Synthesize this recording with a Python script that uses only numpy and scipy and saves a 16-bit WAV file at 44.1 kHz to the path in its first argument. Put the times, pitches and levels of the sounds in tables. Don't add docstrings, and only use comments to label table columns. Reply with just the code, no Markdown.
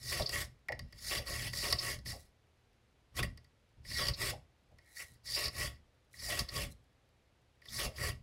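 import sys
import numpy as np
from scipy import signal
from scipy.fft import rfft, irfft
from scipy.io import wavfile
from scipy.ndimage import uniform_filter1d, map_coordinates

SR = 44100
rng = np.random.default_rng(int(sys.argv[2]) if len(sys.argv) > 2 else 0)


def wrap_up_sound(samples):
    columns = np.atleast_2d(samples).T
    tamed = np.clip(columns, -1, 1)
    steps = np.round(tamed * 32767).astype(np.int16)
    wavfile.write(sys.argv[1], SR, steps)


N = 362733
TIME = np.arange(N) / SR
CONTROL = TIME[::32]

# bite in seconds,
# attack, hold and release in seconds, then base level in dB of tips, rod, bore, frame, chamber and bench.
PUSH_STROKES = [(0.110, 0.11, .092, 0.071, -44.5, -42, -46.5, -47.5, -48, -37),
                (1.106, 0.12, 0.076, 0.049, -45, -42.5, -43, -48, -51, -41),
                (1.627, 0.22, 0.1, 0.062, -44, -40.5, -45.5, -48.5, -45.5, -38),
                (3.181, 0.034, 0.02, 0.018, -45.5, -47.5, -40.5, -44, -41, -36),
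                (3.982, 0.15, 0.11, .042, -47.5, -41.5, -44.5, -46.5, -48.5, -35.5),
                (4.987, 0.04, 0.04, 0.044, -49.5, -51.5, -56.5, -46.5, -66, -61.5),
                (5.361, 0.14, 0.099, 0.04, -45, -39, -45.5, -49, -50, -43.5),
                (6.297, 0.13, 0.11, 0.043, -45, -44, -45, -47, -47.5, -38.5),
                (7.784, 0.097, 0.071, 0.039, -43.5, -41.5, -43, -48, -47, -38.5)]
# full speed in seconds, attack, hold and release
# in seconds, then base level in dB of tips, rod, bore, frame, chamber and bench.
PULL_STROKES = [(0.343, 0.062, 0.079, 0.062, -44, -46.5, -45.5, -44.5, -51.5, -45.5),
                (1.315, .075, 0.17, 0.062, -46.5, -46.5, -47.5, -46.5, -55, -45),
                (1.862, 0.098, 0.12, 0.057, -44, -45.5, -47.5, -44, -52, -48),
                (2.06, 0.013, .05, .085, -49.5, -45, -59, -52, -60.5, -46),
                (3.232, 0.0047, 0.0087, .035, -42, -55, -41, -48, -44.5, -38),
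                (4.223, 0.058, 0.081, 0.031, -43.5, -42.5, -44, -43, -48, -44.5),
                (5.596, 0.068, 0.073, 0.038, -44, -44, -45.5, -44, -51.5, -44),
                (6.573, 0.075, 0.065, 0.045, -45.5, -45.5, -45.5, -47, -49, -42.5),
                (8.032, 0.079, 0.062, 0.037, -45.5, -46.5, -46, -44, -48.5, -40.5)]
# start in seconds, level in dB, pitch in Hz.
ROD_SQUEAKS = [(0.2188, -38, 3990), (0.2601, -34, 4590), (1.268, -41.5, 4550), (1.7858, -30, 4600),
               (1.8138, -41, 4800), (4.0841, -34, 4700), (4.1364, -38.5, 4640), (5.4804, -42.5, 4900),
               (6.4854, -43, 4450), (7.6835, -50, 3520), (7.958, -48, 4730)]
# frequency in Hz, width in Hz, relative level in dB.
ROD_MODES = [(3910, 290, -7), (4190, 180, -6), (4492, 93, -0.5), (4648, 80, 1), (4744, 67, 3.5),
             (5010, 59, -3.5), (5130, 200, -2), (5355, 120, 2), (5457, 200, -4)]
# frequency in Hz, relative level in dB.
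TIP_SPECTRUM = [(2000, -28), (4000, -7.5), (5700, 2.5), (6800, -0.5), (7500, 0), (8400, -0.5), (9200, -0.5),
                (10100, 1.5), (11500, -2.5), (13000, -6.5), (15800, -11)]


def undb(db):
    return 10 ** (np.asarray(db) / 20)


def unit(response):
    return response / np.sqrt(np.sum(response ** 2))


def through(x, response):
    return signal.fftconvolve(x, response)[:N]


def colour(points, size=4096):
    hz, db = np.transpose(points)
    bins = np.maximum(np.arange(size // 2 + 1) * SR / size, 1)
    level_db = np.interp(np.log(bins), np.log(hz), db)
    cepstrum = irfft(np.log(undb(level_db)))
    cepstrum[1:size // 2] *= 2
    cepstrum[size // 2 + 1:] = 0
    return unit(irfft(np.exp(rfft(cepstrum))))


def ring(modes, size=16384):
    t = TIME[:size]
    total = np.zeros(size)
    for k, (hz, width_hz, db) in enumerate(modes):
        decay = np.exp(-np.pi * width_hz * t)
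        total += (-1) ** k * undb(db) * width_hz * decay * np.sin(2 * np.pi * hz * t)
    return unit(total)


def high_pass(x, hz, order=2):
    return signal.sosfilt(signal.butter(order, hz, "high", fs=SR, output="sos"), x)


def walk(rate):
    knots = rng.standard_normal(N // 8)
    return np.sqrt(1.5) * np.interp(TIME * rate, np.arange(len(knots)), knots)


def hump(s, db, length_s):
    return undb(db) * np.exp(-((CONTROL - s) / length_s) ** 2)


def swell_db(start_s, attack_s, hold_s, release_s, sag_db_per_s):
    early = np.maximum(start_s - CONTROL, 0) / attack_s
    late = np.maximum(CONTROL - start_s - hold_s, 0) / release_s
    since_middle = np.clip(CONTROL - start_s, 0, hold_s) - hold_s / 2
    return -20 * (early ** 1.82 + late ** 0.96) - sag_db_per_s * since_middle


def flicks(per_second, spread_db):
    fired = rng.random(N) < per_second / SR
    strength_db = spread_db * np.minimum(rng.exponential(size=N), 5)
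    clicks = fired * rng.choice([-1, 1], N) * undb(strength_db)
    return clicks / np.std(clicks)


def rubbing():
    catch_db = 1.3 * walk(rate=190) + .6 * walk(rate=36)
    chatter_db = 1.2 * walk(rate=330)
    fine = flicks(per_second=6500, spread_db=2.0)
    coarse = flicks(per_second=2800, spread_db=1.5)
    drag = flicks(per_second=1500, spread_db=0.65)
    tips = bore_echo(fine, share=0.3, trip_s=.00028, travel=0.41)
    rod = bore_echo(coarse, share=.3, trip_s=.0007, travel=.25) * undb(chatter_db)
    bore = bore_echo(fine, share=0.55, trip_s=0.000505, travel=.35)
    forces = [tips, rod, bore, coarse, drag]
    return [force * drive(order) * undb(catch_db) for order, force in enumerate(forces)]


def drive(order):
    # change while a pushed brush is loose in dB,
    # change at the jam in dB, sag in a push in dB/s, sag in a pull in dB/s (negative sags grow louder),
    # share of the release time, unevenness in dB, level of the lingering light touch in dB.
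    response = [(0, 1, 10, 5.5, .95, 0.38, -32), (1, -1, 4.5, 10.5, 0.63, 1.0, -25),
                (-12.5, 4, 24.5, -30, 1.1, 1.0, -27.5), (-1.5, 2.5, 15, 5, 0.57, 1.6, -22),
                (-14, 2, 20, 55, 1.35, 1.24, -23)]
    # start in seconds, end in seconds.
    touches = [(-.05, 0.46), (.69, 0.94), (.925, 1.495), (1.533, 1.94), (2.058, 2.29), (3.14, 3.25),
               (3.848, 4.366), (4.79, 5.15), (5.25, 5.77), (6.135, 6.7), (7.62, 8.15)]
    bite_s, jam_s = .006, 0.015
    linger_s = .3
    meet_s, part_s = 0.012, .025
    loose_db, jam_db, push_sag, pull_sag, release_share, uneven_db, touch_db = response[order]
    power = 0
    for strokes, pushing, sag in ((PUSH_STROKES, True, push_sag), (PULL_STROKES, False, pull_sag)):
        for s, attack_s, hold_s, release_s, *parts_db in strokes:
            rub_db = swell_db(s, attack_s, hold_s, release_s * release_share, sag)
            if pushing:
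                loose = (1 - np.tanh((CONTROL - s) / bite_s)) / 2
                rub_db = rub_db + loose_db * loose + jam_db * hump(s + jam_s, 0, jam_s)
            light_db = touch_db + swell_db(s, linger_s, hold_s, linger_s, 0)
            power = power + undb(parts_db[order] + rub_db) ** 2
            power = power + undb(parts_db[order] + light_db) ** 2
    touching = 0
    for start, end in touches:
        meeting = np.tanh((CONTROL - start) / meet_s)
        parting = np.tanh((CONTROL - end) / part_s)
        touching = touching + (meeting - parting) / 2
    return np.interp(TIME, CONTROL, touching * np.sqrt(power)) * undb(uneven_db * walk(rate=45))


def bore_echo(x, share, trip_s, travel):
    lag = trip_s * SR * np.exp(travel * walk(rate=14))
    echo = map_coordinates(x, [np.arange(N) - lag], order=3)
    return (x - share * echo) / np.sqrt(1 + share ** 2)


def knocking(order, size=2048):
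    # start in seconds, base level in dB, hardness in dB.
    knocks = [(0.1961, -42, 6), (0.2925, -41, 9.5), (0.3571, -35, -6), (0.6853, -36, -9.5),
              (0.7218, -37, -6), (0.7925, -42, 1.5), (0.9252, -51, 0.5), (1.5327, -38, -2),
              (1.7257, -27.5, 6.5), (1.988, -57, 6), (2.0591, -43, -2), (3.1667, -44, 4.5),
              (3.2282, -32.5, -4), (3.3745, -55.5, 2.5), (3.4448, -64, 2), (3.8493, -53.5, -5.5),
              (3.9137, -41, -2.5), (4.068, -49, 16), (4.0836, -39, 8.5), (4.7854, -59, -1.5),
              (5.2565, -56.5, -6), (5.4811, -40, 5.5), (6.1386, -57, -11), (6.2200, -46, -2),
              (6.3917, -33, 7), (6.4884, -46.5, 1), (7.6186, -57, -6), (7.656, -51.5, -.5),
              (7.9816, -44, -7)]
    # gain in dB, dB per dB of hardness, scuff level in dB, scuff decay in seconds.
    contact = [(12.8, 0.96, 1, .0023), (19.92, 0.96, 2, .0044), (12, 0.5, -5.5, .003),
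               (21.6, -0.67, -14.5, .003), (13, 0.35, -12.5, .004)]
    gain_db, tilt, scuff_db, scuff_s = contact[order]
    force = np.zeros(N + size)
    for s, db, hardness_db in knocks:
        scuff = unit(rng.standard_normal(size) * np.exp(-TIME[:size] / scuff_s))
        blow = undb(scuff_db) * scuff
        blow[0] += 1
        start = int(s * SR)
        force[start:start + size] += unit(blow) * undb(db + gain_db + tilt * hardness_db)
    return force[:N]


def gun_parts():
    # frequency in Hz, relative level in dB.
    grind = [(150, -24.5), (300, -1), (850, -8.5), (1300, -10.5), (1600, -2), (2400, 3), (2800, -1.5),
             (3400, 7), (3700, 0.5), (4400, -3), (6000, -5.5), (12000, -23)]
    # frequency in Hz, width in Hz, relative level in dB.
    cylinder = [(2570, 51, -3.5), (2748, 49, 3.5), (3007, 54, -7.5), (3460, 48, -1)]
    # frequency in Hz, width in Hz, relative level in dB.
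    frame = [(1365, 264, -19.5), (1746, 37, -4), (1843, 80, -3), (1909, 48, 3), (1995.5, 32, 0),
             (2055, 37, -13), (2148, 40, -4.5), (2396, 85, -11.5)]
    # frequency in Hz, width in Hz, relative level in dB.
    chamber = [(342, 47, -3), (426.6, 26, -2), (494.7, 45, -6), (573, 32, 1), (606, 39, -4),
               (702.3, 25, -3.5), (744, 84, -17), (921, 35, -13), (1105, 55, -2), (1325, 150, -11.5)]
    bore = colour(grind, size=16384) + undb(-5) * high_pass(ring(cylinder), 2200)
    rod = high_pass(ring(ROD_MODES), 3400)
    return [colour(TIP_SPECTRUM), rod, unit(bore), high_pass(ring(frame), 1200), high_pass(ring(chamber), 260)]


def tunks(start_hz, end_hz, glide_s, breadth_hz, size=8192):
    # start in seconds, level in dB, length in seconds.
    tunk_rows = [(0.195, -31.5, 0.023), (0.693, -38.5, 0.04), (1.188, -44.5, 0.039), (2.122, -50, 0.053),
                 (4.32, -43.5, 0.037), (4.707, -67, 0.043), (6.281, -46.5, 0.074), (7.857, -46, 0.061)]
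    out, t = np.zeros(N + size), TIME[:size]
    for s, db, length_s in tunk_rows:
        glide_hz = end_hz + (start_hz - end_hz) * np.exp(-t / glide_s)
        hz = glide_hz + breadth_hz * walk(rate=650)[:size]
        swell = (1 - np.exp(-t / 0.0047)) * np.exp(-(t / length_s) ** 2)
        flutter_db = 2.2 * walk(rate=420)[:size]
        start = int(s * SR)
        out[start:start + size] += undb(db + flutter_db) * swell * np.sin(2 * np.pi * np.cumsum(hz) / SR)
    return out[:N]


def squeaks(length_s, waver_hz, rough_db, size=4096):
    out, t = np.zeros(N + size), TIME[:size]
    for s, db, hz in ROD_SQUEAKS:
        phase = np.cumsum(hz + waver_hz * walk(rate=630)[:size]) / SR
        swell = (1 - np.exp(-t / 0.00099)) * np.exp(-(t / length_s) ** 2)
        level_db = db + rough_db * walk(rate=380)[:size]
        start = int(s * SR)
        out[start:start + size] += undb(level_db) * swell * np.sin(2 * np.pi * phase)
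    return out[:N]


def judder(level_db, lag_s, length_s):
    swell = sum(hump(s + lag_s, db + level_db, length_s) for s, db, _ in ROD_SQUEAKS)
    return flicks(per_second=3000, spread_db=0.5) * np.interp(TIME, CONTROL, swell)


def swishes(low_hz, rod_db):
    # middle in seconds, force in dB, length in seconds.
    sweeps = [(2.192, -64, 0.062), (4.94, -64.5, 0.067), (5.094, -66, 0.055), (6.152, -61.5, 0.026),
              (6.715, -59.5, 0.015)]
    swell = sum(hump(*row) for row in sweeps)
    force = flicks(per_second=5700, spread_db=5.5) * np.interp(TIME, CONTROL, swell)
    whisper = high_pass(through(force, colour(TIP_SPECTRUM)), low_hz)
    return whisper + undb(rod_db) * through(force, ring(ROD_MODES[:2]))


def handling(parts, per_second, db, count=3):
    ticks = (rng.random(N) < per_second / SR) * undb(db + 3.3 * rng.standard_normal(N))
    return sum(through(ticks, part) for part in parts[:count])


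def reflect(x, delay_s, share):
    return (x + share * np.interp(TIME - delay_s, TIME, x, left=0)) / np.sqrt(1 + share ** 2)


def bench(rest_db, pull_lag_s, attack_s, release_s, travel_db, stop_lag_s, stop_s):
    # frequency in Hz, width in Hz, relative level in dB.
    bench_modes = [(32, 24, -24.5), (58.4, 31, 4.5), (80.5, 15, 5.5), (119, 14, 3), (157.3, 14, -4.5),
                   (207.2, 67, -12.5)]
    # middle in seconds, level in dB, length in seconds.
    leans = [(0.74, -49, .04), (0.836, -46.5, 0.048), (0.958, -55, .03), (3.804, -55, 0.028),
             (4.75, -63, 0.054), (5.137, -60, 0.037)]
    power = undb(rest_db) ** 2 + sum(hump(*row) ** 2 for row in leans)
    for s, rise_s, hold_s, *_, db in PUSH_STROKES:
        travel = swell_db(s, rise_s + attack_s, hold_s, release_s, 0)
        power = power + undb(db + travel_db + travel) ** 2
        power = power + hump(s + hold_s + stop_lag_s, db, stop_s) ** 2
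    for s, rise_s, hold_s, *_, db in PULL_STROKES:
        travel = swell_db(s + pull_lag_s, rise_s + attack_s, hold_s, release_s, 0)
        power = power + undb(db + travel) ** 2
    rocking = high_pass(through(rng.standard_normal(N), ring(bench_modes)), 38)
    rocking = rocking / np.sqrt(uniform_filter1d(rocking ** 2, size=2048))
    return rocking * np.interp(TIME, CONTROL, np.sqrt(power))


def workshop(x, wet_db, t60_s, size=22050):
    t = TIME[:size]
    tail = rng.standard_normal(size) * np.exp(-np.log(1000) * t / t60_s) * (1 - np.exp(-t / 0.002))
    tail = signal.sosfilt(signal.butter(1, 7000, fs=SR, output="sos"), tail)
    return x + undb(wet_db) * through(x, unit(tail))


def still_air(db):
    # frequency in Hz, relative level in dB.
    air_spectrum = [(25, -20.5), (80, -10.5), (160, -17.5), (500, -15.5), (1100, -23), (2200, -24.5),
                    (4000, -28.5), (8000, -38), (12000, -41), (15500, -59)]
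    return undb(db) * through(rng.standard_normal(N), colour(air_spectrum))


def scene():
    parts = gun_parts()
    rod = parts[1]
    gun = np.zeros(N)
    for order, (rub, part) in enumerate(zip(rubbing(), parts)):
        gun += through(rub + knocking(order), part)
    gun = gun + tunks(start_hz=768, end_hz=569, glide_s=0.0089, breadth_hz=138)
    gun = gun + squeaks(length_s=0.0085, waver_hz=191, rough_db=5.5)
    gun = gun + through(judder(level_db=-3, lag_s=0.0073, length_s=.008), rod)
    gun = gun + swishes(low_hz=6150, rod_db=-8)
    gun = gun + handling(parts, per_second=11, db=-64.5)
    gun = reflect(gun, delay_s=0.001414, share=0.16)
    rocking = bench(rest_db=-73, pull_lag_s=0.01, attack_s=0.019, release_s=.13, travel_db=-10,
                    stop_lag_s=0.015, stop_s=0.024)
    return (workshop(gun, wet_db=-15, t60_s=.22) + rocking + still_air(db=-74))[None]


def record(dry):
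    top_hz = 15750
    return signal.sosfilt(signal.ellip(10, .2, 70, top_hz, fs=SR, output="sos"), dry)


dry = scene()
out = record(dry)
wrap_up_sound(out)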